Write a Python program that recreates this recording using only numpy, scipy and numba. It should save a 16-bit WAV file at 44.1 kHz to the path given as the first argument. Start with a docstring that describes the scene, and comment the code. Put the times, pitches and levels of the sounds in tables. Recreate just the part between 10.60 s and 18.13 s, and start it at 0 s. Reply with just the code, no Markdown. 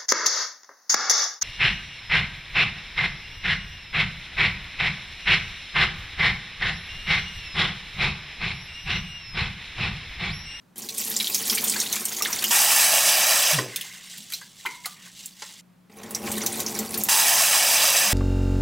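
"""Rice is washed in a glass bowl over a steel kitchen sink, while an appliance hums.
First cloudy water is poured off: it drums the basin's modes and spatters into ringing bubbles.
Near 2 s the tap sprays into the bowl, driving a bubble cloud that sinks in pitch, and is shut.
From 3 s to 5 s a hand stirs the wet rice: grains rub, and trapped air squelches, plops and gulps.
Then the water is poured off again, and from 6.5 s the tap refills the bowl."""
import sys
import numpy as np
from scipy import signal
from scipy.fft import rfft, irfft, next_fast_len
from scipy.io import wavfile
from scipy.ndimage import map_coordinates
from numba import njit

SR = 44100
rng = np.random.default_rng(int(sys.argv[2]) if len(sys.argv) > 2 else 0)


def dump(signal):
    """Clip the signal to [-1, 1] and save it as 16-bit WAV at the path in sys.argv[1]."""
    limited = np.clip(np.atleast_2d(signal).T, -1, 1)
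    pcm = np.round(limited * 32767).astype(np.int16)
    wavfile.write(sys.argv[1], SR, pcm)


N = 332073
TIME = np.arange(N) / SR


def amp(db):
    """Amplitude ratio of a level in decibels."""
    return 10 ** (np.asarray(db) / 20)


def unit(x):
    """Normalisation to an rms of 1."""
    return x / np.sqrt(np.mean(x ** 2) + 1e-20)


def fade(t, t60):
    """Exponential decay, by 60 dB in t60 seconds."""
    return np.exp(-np.log(1000) * t / np.maximum(t60, 1e-4))


def along(points, hz):
    """Interpolation of (Hz, value) points on a logarithmic frequency axis."""
    f, v = np.transpose(points)
    return np.interp(np.log(hz + 1), np.log(f + 1), v)


def during(start, end):
    """A rectangular time window."""
    return (TIME >= start) & (TIME < end)


def wobble(rate):
    """Smooth random modulation with rate knots a second."""
    return map_coordinates(rng.standard_normal(int(N * rate / SR) + 4), [TIME * rate])


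def filtered(x, response):
    """Linear filtering: the spectrum of x times a frequency response."""
    size = next_fast_len(N + SR // 2)
    return irfft(rfft(x, size) * response(np.fft.rfftfreq(size, 1 / SR)), size)[..., :N]


def coloured(x, spectrum):
    """Spectral shaping by (Hz, dB) points, to an rms of 1."""
    return unit(filtered(x, lambda hz: amp(along(spectrum, hz))))


def add(track, start, sound):
    """Superposition of a stereo sound on the track from start seconds."""
    part = track[:, max(round(start * SR), 0):][:, :sound.shape[1]]
    part += sound[:, :part.shape[1]]


def echoes(near_db, room_db, near_t60=0.05, side_db=-13, wall_db=-11):
    """Stereo impulse response: direct sound, early reflections from sink and wall, then reverberation."""
    # Each row: frequency in Hz, the kitchen's reverberation time in seconds.
    room_t60 = [(200, 0.07), (1000, 0.41), (4000, 0.16), (15000, 0.31)]
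    t = np.arange(SR // 3) / SR
    near = rng.standard_normal((2, len(t))) * fade(t, near_t60) * (t > .0005)
    wall = rng.standard_normal((2, len(t))) * fade(np.abs(t - .014), 0.035)
    hz, frames, spectra = signal.stft(rng.standard_normal((2, len(t))), SR, nperseg=256)
    spectra *= fade(frames, along(room_t60, hz)[:, None])
    room = signal.istft(spectra, SR, nperseg=256)[1][:, :len(t)] * (t > .006)
    reflections = amp(near_db) * unit(near) + amp(wall_db) * unit(wall) + amp(room_db) * unit(room)
    mid, side = reflections / np.sqrt(len(t))
    mid[0] += 1  # direct sound
    return np.array([mid + amp(side_db) * side, mid - amp(side_db) * side])


def in_sink(x, near_db=0, room_db=-7, spots=4):
    """A distributed source: water lands on several spots in turn, each with its own reflections."""
    spot = np.repeat(rng.integers(spots, size=N // 128 + 1), 128)[:N]
    return sum(signal.oaconvolve((x * (spot == k))[None], echoes(near_db, room_db), axes=1)[:, :N]
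               for k in range(spots))


@njit
def damped_sines(start, hz, life, size, glide, n, sr):
    """Free decay of many oscillators whose pitch rises as they die."""
    out = np.zeros(n)
    for k in range(len(start)):
        for i in range(min(int(5 * life[k] * sr), n - start[k])):
            age = i / sr / life[k]
            phase = 2 * np.pi * hz[k] * i / sr * (1 + glide * age)
            out[start[k] + i] += size[k] * np.exp(-age) * np.sin(phase)
    return out


def bubbles(rate, cycles, spread_db, glide=0.0088):
    """Bubble resonance in a spectrally flat swarm: small bubbles ring high and briefly."""
    when, smallness, persistence, strength = rng.random((int(rate * N / SR), 4)).T
    hz = 200 + 16500 * smallness ** 2
    size = (smallness * hz) ** .5 * amp(spread_db * np.minimum(-np.log(1 - strength), 4))
    life = cycles * (.5 + persistence) / hz  # seconds to fall to 1/e
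    return unit(damped_sines((when * N).astype(np.int64), hz, life, size, glide, N, SR))


def impacts(rate, spread_db):
    """Shot noise: tiny random blows of uneven strength, on average rate a second."""
    blows = (rng.random(N) < rate / SR) * rng.choice([-1, 1], N)
    return unit(blows * amp(spread_db * np.minimum(rng.exponential(size=N), 2.5)))


def kitchen():
    """Ambient noise, and an appliance's hum with slight phase and amplitude modulation."""
    # Each row: frequency in Hz, relative level in dB.
    air_spectrum = [(15, -53), (25, -41.5), (49, -13), (87, -22), (115, -4), (150, -7.5), (185, 2.5),
                    (225, -8), (300, -13.5), (420, -19.5), (1200, -21), (3300, -29.5), (6000, -34),
                    (16000, -37.5)]
    air = coloured(rng.standard_normal(N) + amp(3.5) * rng.standard_normal((2, N)), air_spectrum)
    hum_hz = 178
    hum = np.sin(2 * np.pi * hum_hz * TIME + 0.43 * wobble(2.3)) * amp(-61.5 + 1.5 * wobble(7))
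    return amp(-57.5) * air + hum


def gulps_and_room_ring():
    """Damped oscillation: low gulps and sloshes, and the kitchen's lingering ring after a loud plop."""
    # Each row: start in seconds, level in dB, pitch and width in Hz, swell and t60 in seconds.
    notes = [(2.923, -27.5, 130, 11, 0.034, 0.4), (2.976, -30, 379, 186, 0.011, 0.42),
             (3.564, -50, 209.8, 54, 0.025, 0.33), (4.051, -48, 350, 90, 0.021, 0.24),
             (4.05, -43, 980, 65, 0.02, 0.67), (4.06, -38.5, 2126, 90, .01, 0.45),
             (7.439, -40, 215, 19, 0.046, 0.48)]
    out, t = np.zeros((2, N)), np.arange(SR // 2) / SR
    for start, db, hz, width, swell, t60 in notes:
        knots = rng.standard_normal((2, int(width) + 4))
        waver, lumps = [map_coordinates(k, [t * width * 2]) for k in knots]  # wider sounds rougher
        tone = np.sin(2 * np.pi * hz * t + 1.5 * waver) * amp(min(width / 50, 3) * lumps)
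        note = unit(signal.sosfilt(signal.butter(2, hz / 2, "high", fs=SR, output="sos"), tone))
        envelope = fade(np.maximum(t - swell, 0), t60) * np.minimum(t / swell, 1)
        add(out, start, amp(db) * np.array([note, note]) * envelope)
    return out


def stir_gains():
    """Incoherent sources add in power: strokes of the hand over bursting foam and settling grains."""
    # Each row: peak time, swell and release in seconds, relative grit and squelch levels in dB.
    strokes = [(3.24, 0.26, 0.22, -42, -40.5), (3.55, 0.09, 0.12, -41, -55), (3.76, 0.083, 0.1, -40, -63),
               (4.09, 0.13, 0.11, -43.5, -47), (4.31, 0.089, 0.048, -42.5, -57),
               (4.45, 0.11, 0.055, -47, -43.5), (4.63, 0.076, 0.07, -41, -50.5),
               (4.87, 0.12, 0.14, -44, -47)]
    foam_s, foam_db, fading_db_per_s, settling_db = 3.18, -38, 35, -53.5
    squelch = amp(foam_db - fading_db_per_s * np.maximum(TIME - foam_s, 0)) ** 2
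    grit = amp(settling_db) ** 2
    for peak_s, swell, release, grit_db, squelch_db in strokes:
        push = np.exp(-((TIME - peak_s) / np.where(TIME < peak_s, swell, release)) ** 2)
        squelch = squelch + (amp(squelch_db) * push) ** 2
        grit = grit + (amp(grit_db) * push) ** 2
    return np.sqrt([squelch, grit]) * during(3.08, 5.012)  # the hand is in the bowl


def stirring():
    """Friction and bubble resonance: grains rub on grains and glass; water squelches between fingers."""
    # Each row of both: frequency in Hz, relative level in dB.
    squelch_spectrum = [(250, -28), (600, -15), (1000, -9.5), (1300, -12), (1600, -1.5), (1880, 2),
                        (3100, -2.5), (4500, -10), (9000, -21)]
    grit_spectrum = [(1500, -20), (3000, -2), (3900, -1), (6000, -4.5), (7800, -4), (10000, -11),
                     (16000, -18)]
    squelch, grit = stir_gains()
    froth = coloured(in_sink(bubbles(rate=1800, cycles=5, spread_db=2.5)), squelch_spectrum)
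    rubbing = impacts(rate=860, spread_db=4.5) + amp(-8) * bubbles(rate=1500, cycles=18, spread_db=4.5)
    grains = coloured(in_sink(rubbing), grit_spectrum)
    pressure = amp(1.1 * wobble(25))
    return pressure * (amp(-6.5) * squelch * froth + amp(-1.1) * grit * grains)


def bursts(rows, level_db, snap_t60, spray_db, spray_t60, glide, splinter_db, near_db, room_db):
    """Impulsive excitation: a wet snap with a short spray, a rising bubble and three that split off."""
    out, t = np.zeros((2, N)), np.arange(SR // 12) / SR
    for start, db, hz, snap_db in rows:
        t60 = 36.8 / hz  # a fixed number of cycles

        def ring(f, age):
            """Damped oscillation of one bubble, gliding upward."""
            phase = 2 * np.pi * f * age * (1 + glide * (1 - fade(age, 7 * t60)))
            return np.sin(phase) * fade(age, t60) * (1 - np.exp(-2 * age * f))

        bubble = ring(hz, t)
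        splinters = sum(ring(hz * np.exp(0.275 * rng.normal()), np.maximum(t - rng.uniform(0, .008), 0))
                        for _ in range(3))
        ringing = (bubble + amp(splinter_db) * splinters) / np.abs(bubble).max()
        edges_hz = [min(.65 * hz, 8000), min(7 * hz, 20000)]  # larger bubbles snap lower
        noise = rng.standard_normal(len(t)) * (fade(t, snap_t60) + amp(spray_db) * fade(t, spray_t60))
        snap = signal.sosfilt(signal.butter(3, edges_hz, "band", fs=SR, output="sos"), noise)
        burst = amp(db + level_db) * (ringing + amp(snap_db) * snap / np.abs(snap).max())
        add(out, start, signal.fftconvolve(burst[None], echoes(near_db, room_db), axes=1))
    return out


def plopping():
    """Air pockets burst and resonate in the puddle or between fingers and rice."""
    # Each row: start in seconds, relative level in dB, bubble pitch in Hz, snap over bubble in dB.
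    plops = [(0.975, -14.5, 2360, -5), (1.138, -24, 2390, -12), (1.159, -21.5, 1666, -2),
             (1.362, -21.5, 2400, -20), (1.609, -29, 1180, -16), (1.658, -21, 1760, -8),
             (1.824, -20, 1850, 11.5), (2.985, -23, 1030, 7), (2.987, -16.5, 1920, -15),
             (3.16, -20.5, 3560, 12), (3.211, -21.5, 3160, 5.5), (3.579, -38, 6950, 15),
             (3.702, -39.5, 1900, 13), (3.722, -28, 2420, 11), (3.736, -13.5, 4030, -0.5),
             (3.815, -31, 1660, -27), (4.052, -25, 957, -12), (4.057, -20.5, 3090, -6),
             (4.062, -14.5, 2094, -8), (4.246, -28, 2100, -26), (4.257, -27, 1206, 7.5),
             (4.258, -23.5, 4700, 10.5), (4.658, -26, 7560, 3), (4.821, -32.5, 880, 10),
             (5.433, -40.5, 1750, 12)]
    return bursts(plops, level_db=-4, snap_t60=0.016, spray_db=-6.5, spray_t60=0.036,
                  glide=0.027, splinter_db=-11.5, near_db=2, room_db=-7)


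def dripping():
    """Impact and air entrainment: the loudest drops snap in the sink and leave ringing bubbles."""
    # Each row: start in seconds, relative level in dB, bubble pitch in Hz, snap over bubble in dB.
    drops = [(0.18, -20.5, 11700, 4), (0.2206, -19, 6900, -4), (0.2883, -16, 3970, 0.5),
             (0.381, -11.5, 8500, 1), (0.5003, -10, 13000, -2), (0.565, -4.5, 7400, -9),
             (0.6008, -8, 3880, -3), (0.644, -14.5, 3930, -14), (0.671, -11.5, 3850, -8),
             (0.746, -4, 6310, 0.5), (0.8979, -4.5, 5100, -2), (0.95, -11.5, 8870, 1.5),
             (0.98, -13.5, 4500, 7), (1.04, -2.5, 13300, -8), (1.08, -8, 8340, -4), (1.097, -3, 7900, -5),
             (1.2018, -5, 6360, -5), (1.214, -14, 3900, 1.5), (1.3272, -7, 6050, 1),
             (1.3568, -10, 6990, 1.5), (1.454, -8.5, 8160, 1), (1.6224, -11, 5500, 7),
             (1.6507, -10, 3460, -8), (1.7293, -8.5, 5900, -1), (1.789, -15, 4330, 1.5),
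             (1.8405, -10, 3100, 5.5), (5.5087, -19, 11100, 0), (5.5482, -10, 5740, -2),
             (5.717, -12.5, 8260, 1), (5.7785, -16, 9600, 3), (5.8631, -12, 6130, 10),
             (5.9257, -14, 8700, -6), (6.0023, -14, 6200, 4), (6.0634, -9.5, 6170, -11),
             (6.1894, -10, 7400, 1), (6.342, -21, 4160, 13), (6.377, -7, 13100, -10),
             (6.4105, -15.5, 6230, -6), (6.4367, -3, 12900, -2.5)]
    return bursts(drops, level_db=-6, snap_t60=0.005, spray_db=2.5, spray_t60=0.029,
                  glide=0.024, splinter_db=-5.5, near_db=0, room_db=-7.5)


def fill_controls():
    """Rising water lowers the cloud's resonance and cushions the fizz; shutting the tap brings decay."""
    # Each row: start and end in seconds, relative bubbling and fizz in dB, first and final cloud Hz.
    fills = [(1.908, 3.127, -23.5, -20, 830, 620), (6.487, 7.54, -23.5, -20.5, 898, 592)]
    settle_s, shut_s = 0.34, 2.938
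    cushioning, bubbling_decay, fizz_decay = 4, 147, 195  # dB per second
    bubbling, fizz, cloud_hz = np.zeros(N), np.zeros(N), np.full(N, 600.)
    for start, end, bubbling_db, fizz_db, first_hz, final_hz in fills:
        on = during(start, end)
        age = TIME[on] - start
        since_shut = np.maximum(TIME[on] - shut_s, 0) * (start < shut_s)
        bubbling[on] = amp(bubbling_db - bubbling_decay * since_shut)
        fizz[on] = amp(fizz_db - cushioning * age - fizz_decay * since_shut)
        cloud_hz[on] = final_hz + (first_hz - final_hz) * np.exp(-age / settle_s)
    return bubbling, fizz, cloud_hz


def spraying():
    """Collective oscillation: thin jets beat a bubble cloud into the bowl, and it resonates as a whole."""
    # Peaks and dips of the half-filled bowl. Each row: centre in Hz, width in Hz, gain in dB.
    bowl_bands = [(1203, 110, -1), (1460, 230, -5.5), (1830, 260, 2.5), (2100, 190, -7), (2220, 88, 2.5),
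                  (2750, 130, 3), (3040, 150, 2.5), (3470, 640, -1.5), (3970, 200, 5.5), (4320, 284, -7.5),
                  (4740, 1100, 1), (6950, 420, -17)]
    # Each row of both: frequency in Hz, relative level in dB.
    bubbling_spectrum = [(30, -48), (70, -39.5), (125, -11), (200, -16), (350, -18.5), (600, -6.5),
                         (1100, -3), (2500, 0), (4000, -2.5), (5700, 1), (8000, -2), (12000, -22.5),
                         (16000, -32)]
    fizz_spectrum = [(2000, -45), (5000, -5.5), (8000, 0), (10000, 0), (13000, -1), (16000, -4.5)]
    bubbling, fizz, cloud_hz = fill_controls()
    jets = bubbles(rate=6000, cycles=7.1, spread_db=3.5) + amp(0.5) * impacts(rate=4000, spread_db=4.5)
    bowl = lambda f: amp(sum(db / (1 + (2 * (f - hz) / width) ** 4) for hz, width, db in bowl_bands))
    swarm = filtered(in_sink(jets, near_db=-3.5, room_db=-5), bowl)
    hz, frames, spectra = signal.stft(coloured(swarm, bubbling_spectrum), SR, nperseg=1024)
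    octaves = np.log2((hz[:, None] + 1) / np.interp(frames, TIME, cloud_hz))
    # a peak at the cloud's pitch and a dip just below it
    cloud_db = 6.9 * np.exp(-(octaves / 0.37) ** 2) - 6 * np.exp(-((octaves + 0.57) / 0.18) ** 2)
    water = unit(signal.istft(spectra * amp(cloud_db), SR, nperseg=1024)[1][:, :N])
    mist = bubbles(rate=5000, cycles=2.7, spread_db=3.5) + amp(-1.5) * impacts(rate=5000, spread_db=4.5)
    mist = coloured(in_sink(mist, near_db=-3.5, room_db=-17.5), fizz_spectrum)
    return amp(0.79 * wobble(25)) * (amp(2.5) * bubbling * water + amp(0.5) * fizz * mist)


def pour_gains():
    """Drumming, thudding, splash and spatter follow the flow; jet breakup soon raises the spatter."""
    # Flow over the tipped bowl's rim. Each row of both: time in seconds, relative flow in dB.
    first_flow = [(0.158, -8.5), (0.2, -4), (0.26, -4), (0.365, -8), (0.4, 1.5), (0.53, -2.5), (1.02, 3),
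                  (1.42, -3), (1.911, -0.5)]
    second_flow = [(5.297, -21.5), (5.42, -8), (5.59, -6), (5.68, 1.5), (5.87, -1.5), (6.0, 1.5), (6.1, -3),
                   (6.23, 0), (6.29, -4.5), (6.35, -1), (6.486, -1.5)]
    # Each row: relative drumming, thudding and splash in dB, splash drift in dB per second as the
    # puddle deepens, relative spatter in dB, time until the stream breaks up in seconds.
    pours = [(-42.5, -65, -50.5, 8.5, -29, 0.18), (-35.5, -44, -40, -1.5, -33.5, 0.42)]
    gains, smooth_stream_db = np.zeros((4, N)), -8
    for curve, pour in zip([first_flow, second_flow], pours):
        drum_db, thud_db, splash_db, drift, spatter_db, breakup_s = pour
        times, flow_db = np.transpose(curve)
        age = np.clip(TIME, times[0], times[-1]) - times[0]
        smooth = np.maximum(1 - (age / breakup_s) ** 4, 0)
        flow = during(times[0], times[-1]) * amp(np.interp(TIME, times, flow_db))
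        levels = drum_db, thud_db, splash_db + drift * age, spatter_db + smooth_stream_db * smooth
        gains += [flow * amp(db) for db in levels]
    return gains


def steel_basin(f):
    """Modal superposition: the basin's response at f Hz, rolled off below 50 Hz."""
    # Each row: mode frequency in Hz, bandwidth in Hz, relative level in dB.
    modes = [(81.2, 33, -17), (130, 14, -12.5), (215, 11, 5.5), (290, 90, -12), (352, 19, -2.5),
             (447.5, 23, -5.5), (565.5, 16, -9.5), (790, 63, -12), (1094, 11, -9)]
    response = sum((-1) ** k * amp(db) * 1j * f * width / (hz * hz - f * f + 1j * f * width)
                   for k, (hz, width, db) in enumerate(modes))
    return response * f ** 2 / (f ** 2 + 50 ** 2)


def pouring():
    """Forced vibration and air entrainment: the stream drums the steel, splashes and throws droplets."""
    # Each row of all three: frequency in Hz, relative level in dB.
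    splash_spectrum = [(40, -16), (120, -3), (400, -8.5), (800, 1), (1350, 1), (1800, 3), (2600, 0),
                       (4500, -13), (10000, -38)]
    spatter_spectrum = [(800, -34.5), (2200, -6.5), (3900, -0.5), (6000, 0.5), (8500, 0), (11000, -2.5),
                        (16000, -3)]
    thud_spectrum = [(30, -29.5), (80, -0.5), (130, 3), (200, -11.5), (300, -15.5), (430, 1.5), (600, -1.5),
                     (1000, -4), (1500, -21), (3000, -44.5)]
    drum, thud, splash, spatter = pour_gains()
    basin = unit(filtered(impacts(rate=500, spread_db=1.5), steel_basin))
    puddle = bubbles(rate=2000, cycles=2.6, spread_db=4.5) + amp(-9) * impacts(rate=990, spread_db=8.5)
    puddle = coloured(in_sink(puddle), splash_spectrum)
    spray = bubbles(rate=1100, cycles=3.5, spread_db=4.5) + amp(-3) * impacts(rate=1200, spread_db=4.5)
    spray = coloured(in_sink(spray), spatter_spectrum)
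    patter = impacts(rate=60, spread_db=2.5) + bubbles(rate=110, cycles=8, spread_db=2.5)
    patter = coloured(in_sink(patter, near_db=-1), spatter_spectrum)
    gurgle = coloured(in_sink(bubbles(rate=260, cycles=7, spread_db=2.5, glide=.02)), splash_spectrum)
    slaps = coloured(impacts(rate=350, spread_db=1.0), thud_spectrum)
    lumps, slops = amp(1.1 * wobble(45)), amp(1.8 * wobble(25))  # the stream breaks up unevenly
    water = slops * (amp(-2) * puddle + amp(-6) * gurgle)
    droplets = amp(-2.5) * spray + amp(-3.5) * patter
    return lumps * (drum * basin + thud * slaps + splash * water + spatter * droplets)


def scene():
    """Superposition of all the sources at the sink."""
    return dripping() + plopping() + pouring() + spraying() + stirring() + gulps_and_room_ring() + kitchen()


def record(dry):
    """Mid-side stereo: a narrow microphone with slightly unequal sides and a band limit."""
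    # Each row: frequency in Hz, gain of the side signal in dB.
    width = [(100, -12), (500, 2), (1000, -1), (2000, -8), (8000, -6), (13000, -11)]
    # Each row: frequency in Hz, left minus right in dB.
    balance = [(60, 1.5), (110, 0.5), (200, 1.5), (380, 2), (700, -1), (1290, -1), (2380, 0.5), (4400, -1),
               (8120, -1.5), (15000, -0.5)]
    top_hz = 15950
    mid = (dry[0] + dry[1]) / 2
    side = filtered((dry[0] - dry[1]) / 2, lambda hz: amp(along(width, hz)))
    imbalance = lambda hz: amp(np.outer([1, -1], along(balance, hz)) / 2)
    band_limit = lambda hz: 1 / (1 + (hz / top_hz) ** 200)
    return filtered(np.array([mid + side, mid - side]), lambda hz: imbalance(hz) * band_limit(hz))


dry = scene()
out = record(dry)
dump(out)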